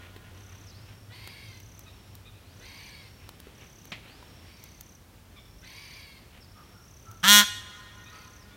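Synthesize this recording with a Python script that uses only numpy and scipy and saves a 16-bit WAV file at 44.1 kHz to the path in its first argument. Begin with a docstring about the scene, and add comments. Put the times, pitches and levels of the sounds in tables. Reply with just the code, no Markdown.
"""First comes the dying echo of a peacock's honk, over faint air, a far engine and rustling grass.
Small birds trill, whistle and hoot, a distant parrot screeches through its opening beak,
dry stalks tick, and something bangs once. Near the end the peacock gives one loud honk:
its voice box snaps shut over and over, each snap rings its throat, and the field echoes the call."""
import sys
import numpy as np
from scipy import signal
from scipy.fft import rfft, irfft, next_fast_len
from scipy.io import wavfile
from scipy.ndimage import uniform_filter1d, map_coordinates

SR = 44100
rng = np.random.default_rng(int(sys.argv[2]) if len(sys.argv) > 2 else 0)


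def master_out(mix):
    """Clip the mix to full scale and print it as 16-bit PCM to the path in sys.argv[1]."""
    frames = np.transpose(np.atleast_2d(mix))
    ceiling = np.clip(frames, -1, 1)
    pcm = np.round(ceiling * 32767).astype(np.int16)
    wavfile.write(sys.argv[1], SR, pcm)


N = 377496


def amp(db):
    """Turns decibels into a number to multiply by."""
    return 10 ** (np.asarray(db) / 20)


def unit(x):
    """Scales a sound to an average (rms) level of 1."""
    return x / np.sqrt(np.mean(x ** 2) + 1e-20)


def at_hz(points, hz):
    """Looks up a curve at hz, blending between rows by octaves."""
    f, value = np.transpose(points)
    return np.interp(np.log(hz + 1), np.log(f + 1), value)


def at_time(points, t):
    """Looks up a curve at t seconds."""
    return np.interp(t, *np.transpose(points))


def ramp(t, start, length):
    """Rises in a straight line from 0 to 1."""
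    return np.clip((t - start) / length, 0, 1)


def add(mix, s, sound):
    """Mixes a sound in at s seconds; what falls outside is dropped."""
    start = round(s * SR)
    sound = sound[max(-start, 0):]
    part = mix[max(start, 0):][:len(sound)]
    part += sound[:len(part)]


def wander(size, hz):
    """A smooth random wobble, up to about hz times a second."""
    n = next_fast_len(size + SR // 4)
    f = np.fft.rfftfreq(n, 1 / SR)
    return unit(irfft(rfft(rng.standard_normal(n)) * np.exp(-(f / hz) ** 2), n))[:size]


def colour(x, points):
    """Shapes the tone with (Hz, dB) points; every pulse rings after it strikes."""
    log_gain = np.log(amp(at_hz(points, abs(np.fft.fftfreq(4096, 1 / SR)))))
    ring = np.fft.ifft(np.exp(np.conj(signal.hilbert(log_gain)))).real
    return signal.oaconvolve(x, ring[:len(ring) // 2])[:len(x)]


def noise(size, points):
    """Noise of level 1, its tone shaped by (Hz, dB) points."""
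    return unit(colour(rng.standard_normal(size), points))


def sway(x, delay_s=.000025, rate_hz=12):
    """Moving air keeps changing the length of an echo's path, which blurs its tones."""
    wobble = delay_s * SR * wander(len(x), rate_hz)
    return map_coordinates(x, [np.arange(len(x)) + wobble], order=3)


# Echoes from scrub and trees. Each row: delay in seconds, level in dB, smear in seconds.
ECHOES = [(.012, -14, 0.015), (.06, -15, 0.056), (.17, -22, 0.036), (.4, -33, 0.03)]
# How long the field rings. Each row: frequency in Hz, fade time in seconds (shorter dies sooner).
FIELD_FADE = [(200, 0.34), (1200, 1.95), (3300, 1.044), (6000, 0.9), (11000, 0.81), (16000, 0.36)]
# The tone of the echo. Each row: frequency in Hz, gain in dB.
FIELD_TONE = [(200, -1), (600, -2.5), (1400, -5.5), (4000, 2), (15000, -2.5)]

def field_echo(x, wash_db=-27):
    """Scrub and trees send back smeared echoes over a thin wash; far paths lose their treble."""
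    t = np.arange(2 * SR) / SR
    paths = amp(wash_db) * np.sqrt(10 / SR) * rng.standard_normal(len(t)) * (1 - np.exp(-t / .02))
    for delay, db, smear in ECHOES:
        cluster = rng.standard_normal(len(t)) * np.exp(-t / smear)
        add(paths, delay, amp(db) * cluster / np.linalg.norm(cluster))
    hz, s, bands = signal.stft(paths, SR, nperseg=256)
    fade_s = at_hz(FIELD_FADE, hz)[:, None]
    loss_db = 60 * s * (1 / fade_s - 1 / fade_s.max())
    bands = bands * amp(at_hz(FIELD_TONE, hz)[:, None] - loss_db)
    late_fade = amp(-12 * np.maximum(t - .5, 0))
    return signal.fftconvolve(x, signal.istft(bands, SR, nperseg=256)[1][:len(t)] * late_fade)


# The tone of the air. Each row: frequency in Hz, relative level in dB.
AIR_TONE = [(12, -45), (20, -43.5), (44, -1), (81, -2), (162, -9.5), (214, -13), (431, -21), (586, -22.5),
            (1240, -25), (3310, -37), (5460, -31), (7430, -34.5), (15800, -34.5)]

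def air(db=-54):
    """Open air: a steady low rumble with a faint hiss."""
    tone = amp(at_hz(AIR_TONE, np.fft.rfftfreq(N, 1 / SR)))
    return amp(db) * unit(irfft(rfft(rng.standard_normal(N)) * tone, N))


# The breeze swells, then lulls. Each row: time in seconds, level in dB.
BREEZE_LEVELS = [(0, -58), (3.5, -58), (4.3, -55), (5, -62), (8.5, -59)]

def breeze():
    """Wind in the grass makes a soft, uneven rush."""
    rush = noise(N, [(60, -11.5), (170, 5.5), (400, -.5), (1000, -7.5), (3300, -7.5),
                     (6000, -18), (15000, -30)])
    return amp(at_time(BREEZE_LEVELS, np.arange(N) / SR) + wander(N, 5)) * rush


# How loud the far engine is. Each row: time in seconds, level in dB.
ENGINE_LEVELS = [(0, -53.5), (.7, -51), (2.8, -55), (3.6, -60), (6.4, -62.5), (7.1, -52), (8.5, -63)]

def engine(hz=95):
    """A far engine drones on one low note that wavers in pitch and strength."""
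    phase = 2 * np.pi * np.cumsum(hz * (1 + .049 * wander(N, .834))) / SR
    drone = unit((1 + .98 * wander(N, 15)) * np.sin(phase) + 1.05 * wander(N, 21.5) * np.cos(phase))
    return amp(at_time(ENGINE_LEVELS, np.arange(N) / SR)) * drone


# Rustles in the grass. Each row: middle in seconds, level in dB.
RUSTLES = [(.05, -53), (.27, -59.5), (.39, -60), (.53, -57.5), (.91, -56.5), (3.24, -57.5), (3.46, -60.5),
           (3.62, -55), (4.07, -52.5), (4.5, -60), (6.36, -55.5)]

def rustles(length_s=.17, grain_db=3):
    """Blades of grass brush together in short grainy swishes."""
    out, n = np.zeros(N), int(length_s * SR)
    for s, db in RUSTLES:
        grains = rng.standard_normal(n) * amp(grain_db * wander(n, 200))
        swish = unit(colour(grains, [(400, 0), (1000, -4.5), (2800, 2.5), (5000, -18), (15000, -27)]))
        add(out, s - length_s / 2, amp(db) * swish * np.hanning(n))
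    return out


# Ticking stalks. Each row: start in seconds, body and edge levels in dB before their boosts.
STALK_TICKS = [(1.2745, -39.5, -43), (1.6018, -50, -51), (1.793, -57, -43.5), (2.1526, -54, -43),
               (3.291, -41, -47), (3.4013, -48.5, -43.5), (3.854, -53, -47), (4.6391, -53, -42),
               (4.8096, -65, -38), (7.114, -58, -47)]

def stalk_ticks(decay_s=.0022, body_boost_db=4, edge_boost_db=6):
    """Dry stalks snap with a short body and a bright edge."""
    out, t = np.zeros(N), np.arange(SR // 20) / SR
    for s, body_db, edge_db in STALK_TICKS:
        body = noise(len(t), [(200, -5), (700, -5.5), (3000, -6), (6000, -16)])
        edge = noise(len(t), [(2000, -12), (4500, -5), (7000, -3), (10000, -6.5), (15000, 1.5)])
        snap = amp(body_db + body_boost_db) * body + amp(edge_db + edge_boost_db) * edge
        add(out, s, snap * np.exp(-t / decay_s))
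    return out


# Soft knocks. Each row: start in seconds, level in dB, ring in Hz, click in dB relative to the ring.
KNOCKS = [(.163, -39, 393, -2.5), (3.47, -38.5, 402, -13), (4.227, -42, 980, -9)]

def knocks():
    """Something close by is bumped: it clicks and briefly rings low."""
    out, t = np.zeros(N), np.arange(SR // 20) / SR
    for s, db, hz, click_db in KNOCKS:
        click = noise(len(t), [(300, 2), (1200, 1), (3500, -.5), (6000, -16)]) * np.exp(-t / .0049)
        ring = np.sin(2 * np.pi * hz * t) * np.exp(-t / .0038)
        add(out, s, amp(db) * (ring + amp(click_db) * click))
    return out


# The tone of the bang. Each row: frequency in Hz, relative level in dB.
BANG_TONE = [(30, -16), (100, 4), (400, -16.5), (1500, -12.5), (2200, -3.5), (4000, -11.5), (5100, -21.5),
             (12000, -42)]

def bang(start_s=3.9185, crack_db=-31, tail_db=-39):
    """A distant bang: a short crack, then scatter from the ground."""
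    out, t = np.zeros(N), np.arange(SR) / SR
    fade = amp(crack_db - 60 * t / .05) + amp(tail_db - 60 * t / .3)
    attack = 1 - np.exp(-t / .0012)
    add(out, start_s, noise(SR, BANG_TONE) * fade * attack)
    return out


def bird_note(length_s, start_hz, end_hz, rough, bend=1, cracked=0, quaver_hz=220):
    """One held or gliding note; a cracked one adds tones at one and two thirds of its pitch."""
    n = int(length_s * SR)
    glide = start_hz + (end_hz - start_hz) * np.linspace(0, 1, n) ** bend
    phase = 2 * np.pi * np.cumsum(glide + quaver_hz * rough * wander(n, 450)) / SR
    undertones = .6 * np.sin(phase / 3) + np.sin(2 * phase / 3)
    tone = np.sqrt(2) * (np.sin(phase) + cracked * undertones)
    rasp = noise(n, [(start_hz / 4, -12), (start_hz, 0), (start_hz * 2, -25)])
    return unit(tone + rough * rasp) * signal.windows.tukey(n, .6)


# Whistles that flick down. Each row: start in seconds, level in dB.
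FALLING_WHISTLES = [(.661, -58), (.8, -67), (6.399, -59.5), (8.398, -63)]
# Whistles that slide up. Each row: start in seconds, level in dB.
RISING_WHISTLES = [(.685, -64.5), (2.42, -70), (4.04, -64.5)]
# Short hoarse chirps. Each row: start in seconds, level in dB, pitch in Hz.
CHIRPS = [(1.857, -55, 3790), (2.246, -55, 3700), (2.33, -64, 3840), (5.357, -54, 3470),
          (8.052, -53.5, 3720), (8.505, -60, 3460)]
# Low hoots. Each row: start in seconds, level in dB, pitch in Hz.
HOOTS = [(6.539, -55.5, 1230), (6.719, -63, 1395), (7.04, -55, 1325), (8.1, -55.5, 1285)]

def distant_birds(echo_db=12):
    """Single whistles, chirps and hoots echo across the field."""
    out = np.zeros(N)
    for s, db in FALLING_WHISTLES:
        add(out, s, amp(db) * bird_note(.044, start_hz=5550, end_hz=3900, rough=.15, bend=2.4))
    for s, db in RISING_WHISTLES:
        add(out, s, amp(db) * bird_note(.135, start_hz=3550, end_hz=5400, rough=.18, bend=1.05))
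    for s, db, hz in CHIRPS:
        add(out, s, amp(db) * bird_note(.045, hz, hz, rough=.48, cracked=1))
    for s, db, hz in HOOTS:
        add(out, s, amp(db) * bird_note(.12, hz, hz, rough=.31))
    return out + amp(echo_db) * field_echo(out)[:N]


# Two birds trill in turn. Each row: start in seconds, length in seconds, distance (0 near, 1 far).
TRILLS = [(.35, .352, 0), (.732, .265, 1), (1.459, .38, 0), (1.867, .25, 1), (2.542, .352, 0),
          (2.924, .351, 1), (3.555, .352, 0), (4.152, .406, 1), (4.574, .38, 0), (5.36, .22, 1),
          (5.59, .411, 0), (6.45, .376, 1), (6.826, .407, 0), (7.927, .469, 0)]

def trills(stroke_s=.015, spacing_s=.0292, sweep=.081, octave_db=-5, echo_db=22):
    """Small birds repeat one quick falling stroke, starting softer and lower."""
    direct, to_echo = np.zeros(N), np.zeros(N)
    progress = np.linspace(0, 1, int(stroke_s * SR))
    for start, length, distance in TRILLS:
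        db, hz = -52 - 11.5 * distance, 6030 - 520 * distance  # the far bird is fainter and sings lower
        echo_share = .099 + .45 * distance
        fall = 1 + sweep * (1 - distance / 2) * np.cos(np.pi * progress)
        for i, s in enumerate(np.linspace(start, start + length, round(length / spacing_s) + 1)):
            held_back = np.exp(-i / 1.2)
            pitch = hz * (1 - .044 * held_back + .0026 * rng.standard_normal()) * fall
            phase = 2 * np.pi * np.cumsum(pitch) / SR
            tone = np.sin(phase) + amp(octave_db) * (1 - progress) ** 2 * np.sin(2 * phase)
            stroke = amp(db - 5 * held_back + rng.standard_normal()) * np.sin(np.pi * progress) * tone
            add(direct, s - stroke_s / 2, (1 - echo_share) * stroke)
            add(to_echo, s - stroke_s / 2, echo_share * stroke)
    return direct + amp(echo_db) * field_echo(to_echo)[:N]


def resonate(x, hz, width):
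    """Lets through a band of sound around the moving frequency hz."""
    turn, decay = np.exp(2j * np.pi * np.cumsum(hz) / SR), np.exp(-np.pi * width / SR)
    return 2 * (turn * signal.lfilter([1 - decay], [1, -decay], x / turn)).real


# Where the parrot's throat rings. Each row: Hz before the beak lowers it, width in Hz, gain in dB.
PARROT_THROAT = [(1040, 330, -6), (2410, 760, 0), (3185, 1480, -5.5), (4020, 310, -4.5), (4750, 520, 0.5),
                 (9720, 810, -12.5), (13500, 2800, -20.5)]
# Screeches. Each row: start and length in seconds, level in dB, top pitch in Hz, roughness from 0 to 1.
SCREECHES = [(1.09, 0.51, -50.5, 562.3, 0.64), (2.591, .51, -50.5, 580, 0.68), (4.419, 0.41, -61, 553, 0.9),
             (5.609, .6, -50, 586, .7), (8.078, 0.21, -55.5, 532, 0.66)]

def parrot(jitter=.0405, rasp_size=.72, flutter_db=1, muffle_db=5.5, tremble=.026, echo_db=8):
    """Unsteady pulses and rasp ring the throat, which rings higher and brighter as the beak opens."""
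    out = np.zeros(N)
    beak_start, beak_open, beak_end = .57, .934, .9  # these multiply the throat's frequencies
    for s, length, top_db, top_hz, harshness in SCREECHES:
        t, hold = np.arange(0, length, 1 / SR), .6 * length
        shut, closing = 1 - ramp(t, 0, .061), ramp(t, hold, length - hold)
        beak = beak_open + (beak_start - beak_open) * shut + (beak_end - beak_open) * closing
        beak += tremble * wander(len(t), 25)
        # the voice climbs, then falls, fades and clears as the beak closes
        hz = top_hz * (1 - .17 * (1 - ramp(t, 0, hold)) ** 2 - .11 * closing)
        db = top_db - 10.5 * closing
        rough = np.clip(harshness * (1 - .417 * (shut + np.sqrt(closing))), 0, 1)
        cycles = np.cumsum(hz * (1 + jitter * rough * wander(len(t), 131.6))) / SR
        pulses = unit(sum(np.cos(2 * np.pi * k * cycles) for k in range(1, 27)))
        buzz = (1 - rough) * pulses + rasp_size * rough * rng.standard_normal(len(t))
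        voice = np.zeros(len(t))
        for ring_hz, width, gain_db in PARROT_THROAT:
            ring = resonate(resonate(buzz, ring_hz * beak, width), ring_hz * beak, width)
            voice += amp(gain_db - muffle_db * shut * np.log2(ring_hz / PARROT_THROAT[0][0])) * ring
        voice = unit(voice * amp(flutter_db * wander(len(t), 110)))
        add(out, s, amp(db) * voice * signal.windows.tukey(len(t), .1))
    return out + amp(echo_db) * field_echo(out)[:N]


def honk_effort(attack_s=.013, lead_s=.042, swell_s=.012, hold_s=.108, release_s=.056, arch_db=2.26):
    """Times, and dB below full voice: a soft lead-in, a quick swell, an arched hold, a release."""
    full_s = lead_s + swell_s
    t = np.arange(0, full_s + hold_s + release_s, 1 / SR)
    lead_in = 17 * (1 - ramp(t, 0, attack_s)) + (8.5 - arch_db) * (1 - ramp(t, lead_s, swell_s))
    arch = arch_db * (2 * ramp(t, full_s, hold_s) - 1) ** 2
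    release = 24.5 * ramp(t, full_s + hold_s, release_s) ** 1.84
    return t, lead_in + arch + release


def voice_box(cycles, hz, slack_db, opens_at=.5716, bounce_s=.000421):
    """The voice box snaps shut once a cycle and opens with a softer, duller pulse."""
    k = np.arange(2, 80)[:, None]  # each overtone is k times the pitch
    soft = .7 / (1 + (k * hz / 3200) ** 4)
    opening = soft * np.exp(-2j * np.pi * k * opens_at)
    overtones = np.exp(2j * np.pi * k * cycles) * (1 + opening) / (1 + soft)
    # a bounce off the ground arrives just after, upside down and without its top
    bounce = -.25 * np.exp(-2j * np.pi * k * hz * bounce_s) / (1 + (k * hz / 8000) ** 4)
    # a weaker push gives blunter pulses
    blunting = amp(-.66 * slack_db * np.clip(np.log2(k * hz / 1500), 0, 2))
    return unit(((overtones * (1 + bounce)).real * blunting).sum(0))


def grass_scatter(voice):
    """Stirring grass blades scatter the treble into the gaps between pulses."""
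    blades = noise(SR // 100, [(1500, -18), (4000, -4.5), (8000, -2.5)])
    scattered = signal.oaconvolve(voice, 2 * blades / np.linalg.norm(blades))[:len(voice)]
    return sway(scattered, delay_s=.000022, rate_hz=35)


# The tone of the peacock's throat. Each row: frequency in Hz, gain in dB.
PEACOCK_THROAT = [(400, -28.5), (600, -19.5), (810, -17), (1030, -7.5), (1440, -4), (1650, -1), (2000, -5),
                  (2500, -9), (2900, -4.5), (3300, 1), (3600, -3.5), (4120, -5.5), (4900, -12.5),
                  (6000, -8.5), (6700, -11), (8500, -15.5), (10200, -19.5), (12700, -16), (15800, -21)]

def honk(db=-12, top_hz=207.5, scoop_hz=33.98, scoop_s=.029, jitter=.058):
    """Pulses and breath ring the throat. The pitch scoops up; a slack push makes it lower and rougher."""
    t, drop_db = honk_effort()
    slack_db = np.minimum(drop_db, 14)
    hz = top_hz - scoop_hz * np.exp(-t / scoop_s) - .5 * drop_db
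    rough = np.clip(.025 + .04 * drop_db, 0, 1)
    cycles = np.cumsum(hz * (1 + jitter * rough * wander(len(t), 170))) / SR
    puffs = unit(rng.standard_normal(len(t)) * (.45 + np.exp(-(cycles % 1) / .25)))
    breath = amp(-.25 * slack_db) * rough * puffs
    voice = colour(voice_box(cycles, hz, slack_db) + breath, PEACOCK_THROAT)
    for _ in range(2):  # the low tones lag behind the sharp edge of each pulse
        voice = signal.lfilter([-.5, 1], [1, -.5], voice)
    voice = voice + amp(-12) * grass_scatter(voice)
    voice = voice / np.sqrt(uniform_filter1d(voice ** 2, size=640) + 1e-12)  # evens out the level
    chest = amp(-18 + .5 * slack_db) * np.sqrt(2) * np.sin(2 * np.pi * cycles)
    return amp(db - drop_db) * (voice + chest) * signal.windows.tukey(len(t), .02)


def peacock(start_s=7.229, echo_db=-.36, earlier_s=-.66, earlier_db=-7):
    """The honk and its echoes, with the last echoes of the honk before."""
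    out, call = np.zeros(N), honk()
    add(out, start_s, call)
    add(out, start_s, amp(echo_db) * sway(field_echo(call)))
    add(out, earlier_s, amp(earlier_db) * sway(field_echo(call)))
    return out


def scene():
    """Everything in the field, heard from one spot."""
    birds = peacock() + parrot() + trills() + distant_birds()
    return (birds + rustles() + stalk_ticks() + knocks() + bang() + air() + breeze() + engine())[None]


def record(dry):
    """Clips the loudest peaks, then cuts the very highest treble."""
    treble_cut = signal.firwin(511, 15970, window=("kaiser", 9), fs=SR)
    return signal.oaconvolve(np.clip(dry, -1, 1), treble_cut[None], "same")


dry = scene()
out = record(dry)
master_out(out)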